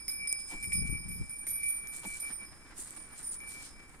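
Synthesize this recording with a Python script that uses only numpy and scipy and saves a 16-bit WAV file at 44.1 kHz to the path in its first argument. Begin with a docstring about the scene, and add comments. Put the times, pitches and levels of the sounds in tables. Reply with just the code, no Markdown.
"""An open hillside, a stereo pair of microphones close to a cow that walks and grazes.
A small metal bell swings at its neck: the clapper strikes unevenly, and split partials beat and
waver as the bell turns. Legs and muzzle swish through the grass, stems snap, hooves thud on turf.
Early on, gusts buffet the microphones; a faint hush and the far wash of the valley lie behind it all."""
import sys
import numpy as np
from scipy import signal
from scipy.fft import rfft, irfft
from scipy.io import wavfile

SR = 44100
rng = np.random.default_rng(int(sys.argv[2]) if len(sys.argv) > 2 else 0)


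def file_out(sig):
    """Save sig as 16-bit WAV at sys.argv[1]."""
    # one column per channel
    cols = np.atleast_2d(sig).T
    # limit, then scale
    lim = np.clip(cols, -1, 1)
    pcm = np.round(lim * 32767).astype(np.int16)
    wavfile.write(sys.argv[1], SR, pcm)


N = 176400
T = np.arange(N) / SR
BIN_HZ = np.fft.rfftfreq(N, 1 / SR)

# Bright grass rustle and stem cracks, coloured by the microphones' resonance near 9 kHz:
# (frequency [Hz], level [dB])
RUSTLE_AT_MIC = [(1500, -23.5), (3000, -25), (5500, -17), (7000, -7.5), (8400, -4.5), (9200, 4),
                 (10300, -7), (12000, -15.5), (13000, -17), (16000, -28.5)]


def amp(db):
    """Decibels to gain."""
    return 10 ** (np.asarray(db) / 20)


def unit(x):
    """Scales to rms 1."""
    return x / np.sqrt(np.mean(x ** 2) + 1e-20)


def per_bin(points):
    """A table over log frequency, read at every bin."""
    hz, value = np.transpose(points)
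    return np.interp(np.log(BIN_HZ + 1), np.log(hz), value)


def pan(db):
    """Left and right gains for a level difference."""
    return amp([[db / 2], [-db / 2]])


def colour(x, spectrum):
    """Causal filter of unit power gain with the given spectrum."""
    log_gain = np.log(unit(amp(per_bin(spectrum))))
    cepstrum = irfft(log_gain, N)
    cepstrum[1:N // 2] *= 2
    cepstrum[N // 2 + 1:] = 0
    return irfft(rfft(x) * np.exp(rfft(cepstrum)), N)


def wander(hz):
    """Slow random motion of rms 1."""
    lowpass = np.exp(-(BIN_HZ / hz) ** 2) * (BIN_HZ > 0)
    return unit(irfft(rfft(rng.standard_normal(N)) * lowpass, N))


def air_noise():
    """White noise as two microphones hear it in the open."""
    # Likeness of left and right: (frequency [Hz], correlation)
    likeness = [(30, 0.24), (120, 0.86), (300, 0.8), (700, 0.5), (1500, 0.6), (3000, 0), (6000, 0),
                (15000, 0)]
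    left, other = rfft(rng.standard_normal((2, N)))
    same = np.clip(per_bin(likeness), -1, 1)
    return irfft(np.array([left, same * left + np.sqrt(1 - same ** 2) * other]), N)


def swell(peak, rise, fall):
    """A rounded rise to 1 and a longer-tailed fall."""
    tail = 1 / np.cosh(np.minimum(abs(T - peak) / fall * 2, 20))
    return np.where(T < peak, np.exp(-((T - peak) / rise) ** 2), tail)


def burst(start, decay_s):
    """A sudden start that dies away."""
    return (T >= start) * np.exp(-np.minimum(abs(T - start) / decay_s, 20))


def bell():
    """Each blow tops up the low modes and restarts the high; swinging shifts pitch and stereo image."""
    # Clapper blows: (time [s], tick [dB], partial 0, the hum, up to partial 5 [dB])
    strikes = [(0, -81, -47, -51.5, -47.5, -78, -70, -77), (.0805, -38, -34, -36, -37, -42, -54, -54),
               (.1, -53, -33.5, -47.5, -38, -49, -59, -52), (.273, -41, -36.5, -44, -32.5, -64, -55, -52.5),
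               (.626, -53.5, -40, -49.5, -36, -60, -56, -48), (.643, -39, -40, -53, -37, -64, -56, -58),
               (.721, -42, -32.5, -50, -58, -59, -57, -59), (.729, -46.5, -33, -46, -30, -55, -54, -59),
               (.759, -70, -37, -43.5, -32.5, -54, -54, -56),
               (.896, -59, -38.5, -55.5, -36.5, -63, -60, -63),
               (.974, -71, -40.5, -52.5, -43, -71, -66, -68),
               (1.083, -47, -41.5, -58, -42.5, -59, -58, -62),
               (1.117, -50, -44, -57.5, -40.5, -61, -59, -64),
               (1.2945, -57, -46.5, -58, -37.5, -62, -60, -65),
               (1.306, -62, -45.5, -60.5, -38, -64, -63, -66), (1.383, -66, -44, -67, -41, -69, -61, -67),
               (1.4675, -38, -35, -57, -38.5, -47, -48, -62),
               (1.474, -38.5, -44.5, -54.5, -36, -48, -49, -62),
               (1.496, -57, -42, -58, -32.5, -44, -45, -50), (1.542, -64, -40.5, -58, -36, -45, -54, -60),
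               (1.632, -49, -35.5, -57.5, -33.5, -55, -53, -60),
               (1.687, -65, -39.5, -62, -36.5, -59, -43, -69),
               (1.872, -38.5, -48, -63.5, -45, -57, -57, -66),
               (2.054, -51, -41.5, -66, -43.5, -61, -65, -60),
               (2.201, -50, -39.5, -55.5, -38, -56, -51, -66),
               (2.321, -53, -41.5, -57.5, -40, -78, -60, -58),
               (2.453, -54, -50.5, -59, -53.5, -69, -71, -78), (2.963, -77, -57, -66, -46.5, -75, -78, -80),
               (3.12, -70, -54.5, -68, -51, -76, -73, -72), (3.229, -64, -68, -58, -43, -67, -64, -70),
               (3.261, -54, -54, -61, -35.5, -61, -65, -67), (3.403, -46, -47, -65.5, -49.5, -69, -68, -68),
               (3.473, -72, -45.5, -66, -45.5, -62, -68, -73)]
    # Bell modes: (partial, frequency [Hz], level [dB], t60 [s], left minus right [dB], left lag [rad])
    modes = [(0, 2311, -1.7, 2.87, 1.5, -1.6), (1, 5103, -2, 1.49, -4.5, -1.52),
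             (1, 5144, -11, 0.89, -11.5, -0.17), (2, 9099, -9, 0.99, 0.5, 1.53),
             (2, 9141, -1.3, 0.81, -5, 1.54), (3, 11602, 0, 0.33, -4, -1.05), (3, 11835, -7, 0.5, 7, -1.3),
             (4, 12286, 0, 0.36, 0, -1.7), (5, 14128, -4.5, 0.44, 5, -2.3), (5, 14161, -2, 0.45, -2, -2)]
    # A quiet or loud side turns to the microphones: (partial, time [s], half width [s], dip [dB])
    turns = [(0, 0.094, 0.082, 12), (0, 0.181, 0.026, 7), (0, 0.289, 0.019, 7.5), (0, 0.405, 0.062, 8),
             (0, 0.466, .027, 14.5), (0, .686, 0.013, 8), (0, .782, .02, 1.5), (0, .9, 0.018, 3),
             (0, 1.015, 0.032, 5.5), (0, 1.08, 0.028, 10), (0, 1.168, 0.025, 4), (0, 1.257, 0.06, 6),
             (0, 1.387, 0.019, 12), (0, 1.46, 0.027, 10.5), (0, 1.52, 0.059, 4.5), (0, 1.8, 0.052, 6.5),
             (0, 2.2, 0.025, 20), (0, 2.19, 0.029, -2), (0, 2.31, 0.019, 10.5), (0, 2.372, 0.027, 20.5),
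             (0, 2.545, 0.081, 15.5), (0, 3.3, .06, 11), (0, 2.82, .035, 1), (0, 2.8, 0.078, 19),
             (0, 3.2, .025, 9), (0, 3.32, 0.027, 18), (0, 3.515, 0.026, 7.5), (0, 3.7, 0.051, 16),
             (0, 3.95, 0.14, 7), (1, 0.56, 0.09, 3.5), (1, 0.862, 0.035, 14), (1, 1.2, 0.041, -5.5),
             (1, 2.74, 0.17, -2), (1, 3.74, 0.2, -14.5), (2, 1.755, 0.051, -6.5), (2, 1.7, 0.019, -2)]
    blows = np.array(strikes)
    last_blow = np.maximum(np.searchsorted(blows[:, 0], T, side="right") - 1, 0)
    age = T - blows[last_blow, 0]
    swung_time = np.cumsum(1 + 0.00066 * wander(hz=8.1)) / SR
    contact_s, bloom_s = 0.00045, 0.023
    bloom_db = 3.5 * age / bloom_s * np.exp(1 - age / bloom_s)  # upper modes swell after the blow
    pole = np.exp(-1 / (contact_s * SR))
    out = np.zeros((2, N))
    for partial, hz, db, t60, side_db, lag in modes:
        partial, height = round(partial), hz / modes[-1][1]
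        dip_db = sum(dip * np.exp(-((T - s) / width) ** 2)
                     for which, s, width, dip in turns if round(which) == partial)
        spot_db = 3 * height * rng.uniform(-1.1, 1, len(blows))  # each blow lands on a new spot
        struck_db = (blows[:, 2 + partial] + spot_db)[last_blow] + db
        level_db = struck_db - dip_db + bloom_db * height ** 2 + wander(hz=18)
        level = amp(level_db) * np.exp(-np.log(1000) * age / t60)
        kick_cycles = np.cumsum((rng.random(len(blows)) - .5) * height ** 2)[last_blow]
        envelope = signal.lfilter([1 - pole], [1, -pole], level * np.exp(2j * np.pi * kick_cycles))
        slip = 1.3 * height * wander(hz=13)  # the phase slips as the bell rolls: uneven beats
        tone = np.sqrt(2) * envelope * np.exp(1j * (2 * np.pi * hz * swung_time + slip))
        left_lag = lag + 0.93 * height * wander(hz=8.1)
        pair = np.array([tone * np.exp(-1j * left_lag), tone]).real
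        waver = amp(1.6 * height * np.array([wander(hz=12), wander(hz=12)]))
        out += pair * waver * pan(side_db)
    return out + clapper(blows)


def clapper(blows):
    """Contact: a tick, a dull clack and a knock, the lowest mode flattened and damped by the touch."""
    # Spectra of the tick and of the blow's dull body: (frequency [Hz], level [dB])
    tick_spectrum = [(300, -11), (1400, -6), (2100, 6), (2700, -1), (5000, 8), (9000, 20), (12000, -12),
                     (16000, -29)]
    clack_spectrum = [(100, -16), (400, -4.5), (1000, -9.5), (1950, -2.5), (2250, 11.5), (2550, -12),
                      (16000, -37)]
    knock_hz = 2234
    ticks, knocks, clacks = np.zeros((3, N))
    for s, tick_db, hum_db in blows[:, :3]:
        body_db = (tick_db + hum_db) / 2
        ticks += amp(tick_db) * burst(s, decay_s=0.0018)
        knocks += amp(body_db - 4.5) * burst(s, decay_s=0.0032) * np.sin(2 * np.pi * knock_hz * (T - s))
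        clacks += amp(body_db - 9.5) * burst(s, decay_s=0.0051)
    tick = colour(ticks * air_noise(), tick_spectrum)
    return knocks + tick + colour(clacks * air_noise(), clack_spectrum)


def wind():
    """Low buffeting, unrelated at each microphone, over still air and the far wash of the valley."""
    # Gusts on the microphones: (peak [s], rise [s], fall [s], left [dB], right [dB])
    gusts = [(.08, 0.064, 0.065, -62, -63), (.2, 0.035, 0.039, -47, -54.5), (.38, 0.019, 0.026, -52.5, -59),
             (0.689, 0.058, 0.023, -38.5, -50), (.79, 0.056, 0.064, -31.5, -43.5),
             (0.928, 0.067, 0.032, -32.5, -56), (1.09, 0.09, 0.12, -41, -45),
             (1.204, 0.038, 0.03, -40.5, -40), (1.499, 0.17, 0.31, -61, -67)]
    # Spectra of the buffeting, the valley and the still air: (frequency [Hz], level [dB])
    buffet_spectrum = [(15, -14), (35, 1.5), (70, -0.5), (120, -5.5), (190, -3.5), (280, -16.5),
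                       (400, -26.5), (700, -49), (2000, -72), (16000, -81)]
    valley_spectrum = [(60, -21), (150, -2), (290, -3.5), (480, -13), (900, -8.5), (1600, -7), (2100, -8.5),
                       (2800, -18), (8000, -25.5), (16000, -59)]
    hush_spectrum = [(20, 11.5), (54, 8), (100, -3), (160, -3.5), (330, -5), (600, -14.5), (1000, -14.5),
                     (2000, -27), (2700, -30.5), (4500, -29.5), (6500, -31), (9000, -19), (11000, -38),
                     (15500, -39)]
    # The valley grows as the view opens past a bush: (time [s], level [dB])
    valley_levels = [(0, -64.5), (1.3, -64), (2.2, -60.5), (3.2, -59), (4, -61)]
    force = sum(amp([[left], [right]]) * swell(s, rise, fall) for s, rise, fall, left, right in gusts)
    buffet = colour(force * rng.standard_normal((2, N)) * amp(3.54 * wander(hz=67)), buffet_spectrum)
    valley_db = np.interp(T, *np.transpose(valley_levels)) + 2.5 * wander(hz=44)
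    valley = amp(valley_db) * colour(air_noise(), valley_spectrum)
    hush = amp(-56.5 + .7 * wander(hz=20)) * colour(air_noise(), hush_spectrum)
    return buffet + valley + hush


def grass():
    """Bright swishes, crackling with torn fibres, over a lower crunch."""
    # Legs and muzzle in the grass: (peak [s], rise [s], fall [s], swish [dB], crunch [dB])
    swishes = [(0.101, 0.035, 0.041, -55, -59.5), (.405, 0.019, 0.035, -51, -61),
               (.51, 0.055, 0.076, -47.5, -62.5), (.63, 0.056, 0.072, -52, -65),
               (.74, 0.033, 0.047, -49, -61.5), (0.874, 0.016, 0.019, -49, -60),
               (1.13, 0.043, 0.45, -59.5, -74), (1.37, .05, .04, -69, -82),
               (1.50, 0.023, 0.034, -45, -59.5), (1.66, 0.081, 0.16, -60.5, -63.5),
               (1.963, 0.033, 0.045, -43.5, -57), (2.08, 0.083, 0.075, -48.5, -64),
               (2.17, 0.1, 0.067, -48, -56), (2.28, 0.034, 0.069, -53, -59), (2.795, 0.029, 0.1, -43, -58),
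               (2.89, 0.033, 0.2, -53, -62.5), (3.19, 0.031, 0.049, -49, -56.5),
               (3.26, 0.041, 0.056, -48, -81), (3.332, 0.016, 0.028, -43, -59),
               (3.53, 0.053, 0.061, -49.5, -57.5), (3.645, 0.06, 0.064, -50.5, -53)]
    # Spectrum of the crunch: (frequency [Hz], level [dB])
    crunch_spectrum = [(300, -11.5), (1000, -5), (2000, -2.5), (2800, -4), (4300, 1), (6000, 2), (9000, -8),
                       (16000, -21)]
    shapes = np.array([swell(s, rise, fall) for s, rise, fall, _, _ in swishes])
    powers = amp(np.array(swishes)[:, -2:].T) ** 2
    bright, low = np.sqrt(powers @ shapes ** 2)
    rustle_level = np.hypot(amp(-1.5) * bright, amp(-63.5))  # a faint rustle stays between swishes
    rustle = colour(rustle_level * crackle(), RUSTLE_AT_MIC)
    tearing = amp(-3) * bright * fibres()
    crunch = colour(low * crackle(), crunch_spectrum)
    return (rustle + tearing) * pan(-2) + crunch


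def crackle(grains_per_s=5500):
    """Clumped tiny fractures of grass blades, each reaching the two microphones unequally."""
    sizes = amp(0.5 * np.minimum(rng.exponential(1, N), 5))
    grains = sizes * (rng.random(N) < grains_per_s / SR)
    clumps = amp(1.5 * wander(hz=126))
    return unit(grains * clumps * air_noise())


def fibres(pitches=12, centre_hz=8500, ring_s=.00032, tears_per_s=450):
    """Tough fibres tearing one by one, each a tiny ping, scattered in pitch and direction."""
    t, out = T[:300], np.zeros((2, N))
    age = t / ring_s
    for offset in np.linspace(-1, 1, pitches):
        sizes = amp(3.2 * np.minimum(rng.exponential(1, N), 3))
        tears = sizes * (rng.random(N) < tears_per_s / pitches / SR)
        pair = tears * rng.uniform(-0.85, 1, (2, N))
        ping = age * np.exp(-age) * np.sin(2 * np.pi * centre_hz * (1 + .19 * offset) * t)
        out += signal.oaconvolve(pair, ping[None])[:, :N] * np.exp(-2 * offset ** 2)
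    return unit(out)


def snaps(ping_hz=8510, ring_s=0.00064):
    """Breaking stems: a short ping inside a crack of noise."""
    # Stems giving way: (time [s], level [dB], left minus right [dB])
    stems = [(0.327, -15, -4.5), (.388, -42, -6), (.404, -37, -9), (0.876, -40, -5), (1.485, -37, -3),
             (1.841, -46, 0), (1.889, -38, 0), (1.963, -33, -2), (1.995, -37, -2), (2.168, -33, -3),
             (2.79, -42, 9), (2.794, -43, 11), (2.822, -41, 5), (2.848, -37, 4), (2.879, -42, -3),
             (2.907, -31.5, -3), (3.181, -39, -10), (3.330, -42, -1), (3.894, -45.5, -7)]
    pings, cracks = np.zeros((2, 2, N))
    for s, db, side_db in stems:
        gain = amp(db - 2) * pan(side_db)
        age = np.clip((T - s) / ring_s, 0, 30)
        pings += gain * age * np.exp(1 - age) * np.sin(2 * np.pi * (ping_hz * T + rng.random((2, 1))))
        cracks += gain * burst(s, decay_s=0.0003)
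    return pings + colour(cracks * air_noise(), RUSTLE_AT_MIC)


def steps(settle_s=.022, settle_hz=521):
    """Soft thuds in turf: the hoof scuffs first, then sinks, so low pitches arrive later."""
    # Weight pressing down: (peak [s], rise [s], fall [s], level [dB])
    hoof_falls = [(0.522, 0.019, 0.037, -45), (2.047, 0.015, 0.016, -41), (2.777, 0.0036, 0.012, -50.5),
                  (2.975, 0.016, 0.011, -49.5)]
    # Spectrum of trodden turf: (frequency [Hz], level [dB])
    turf_spectrum = [(30, 14.5), (110, -12), (190, 5.5), (330, 5), (550, -6.5), (900, 2), (1400, -9.5),
                     (3000, -11.5), (16000, -26)]
    weight = sum(amp(db) * swell(s, rise, fall) for s, rise, fall, db in hoof_falls)
    thuds = colour(weight * air_noise(), turf_spectrum)
    delay_s = settle_s * np.exp(-(BIN_HZ / settle_hz) ** 2)
    return irfft(rfft(thuds) * np.exp(-2j * np.pi * np.cumsum(delay_s) * SR / N), N)


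def bushes(x, t60=.15):
    """A short scatter of reflections from the ground and the shrubs."""
    t = T[:SR // 3]
    taps = rng.standard_normal((2, len(t))) * (rng.random((2, len(t))) < .03)
    taps *= np.exp(-np.log(1000) * t / t60)
    taps /= np.linalg.norm(taps, axis=1, keepdims=True)
    return signal.fftconvolve(x, taps, axes=1)[:, :N]


def scene():
    """The cow close by, its faint reflections and the hillside air."""
    cow = bell() + grass() + snaps() + steps()
    return cow + amp(-19) * bushes(cow) + wind()


def record(dry):
    """The recorder's band limit."""
    edge_hz = 15750
    lowpass = signal.firwin(511, edge_hz, window=("kaiser", 9), fs=SR)
    return signal.oaconvolve(dry, lowpass[None], "same")


dry = scene()
out = record(dry)
file_out(out)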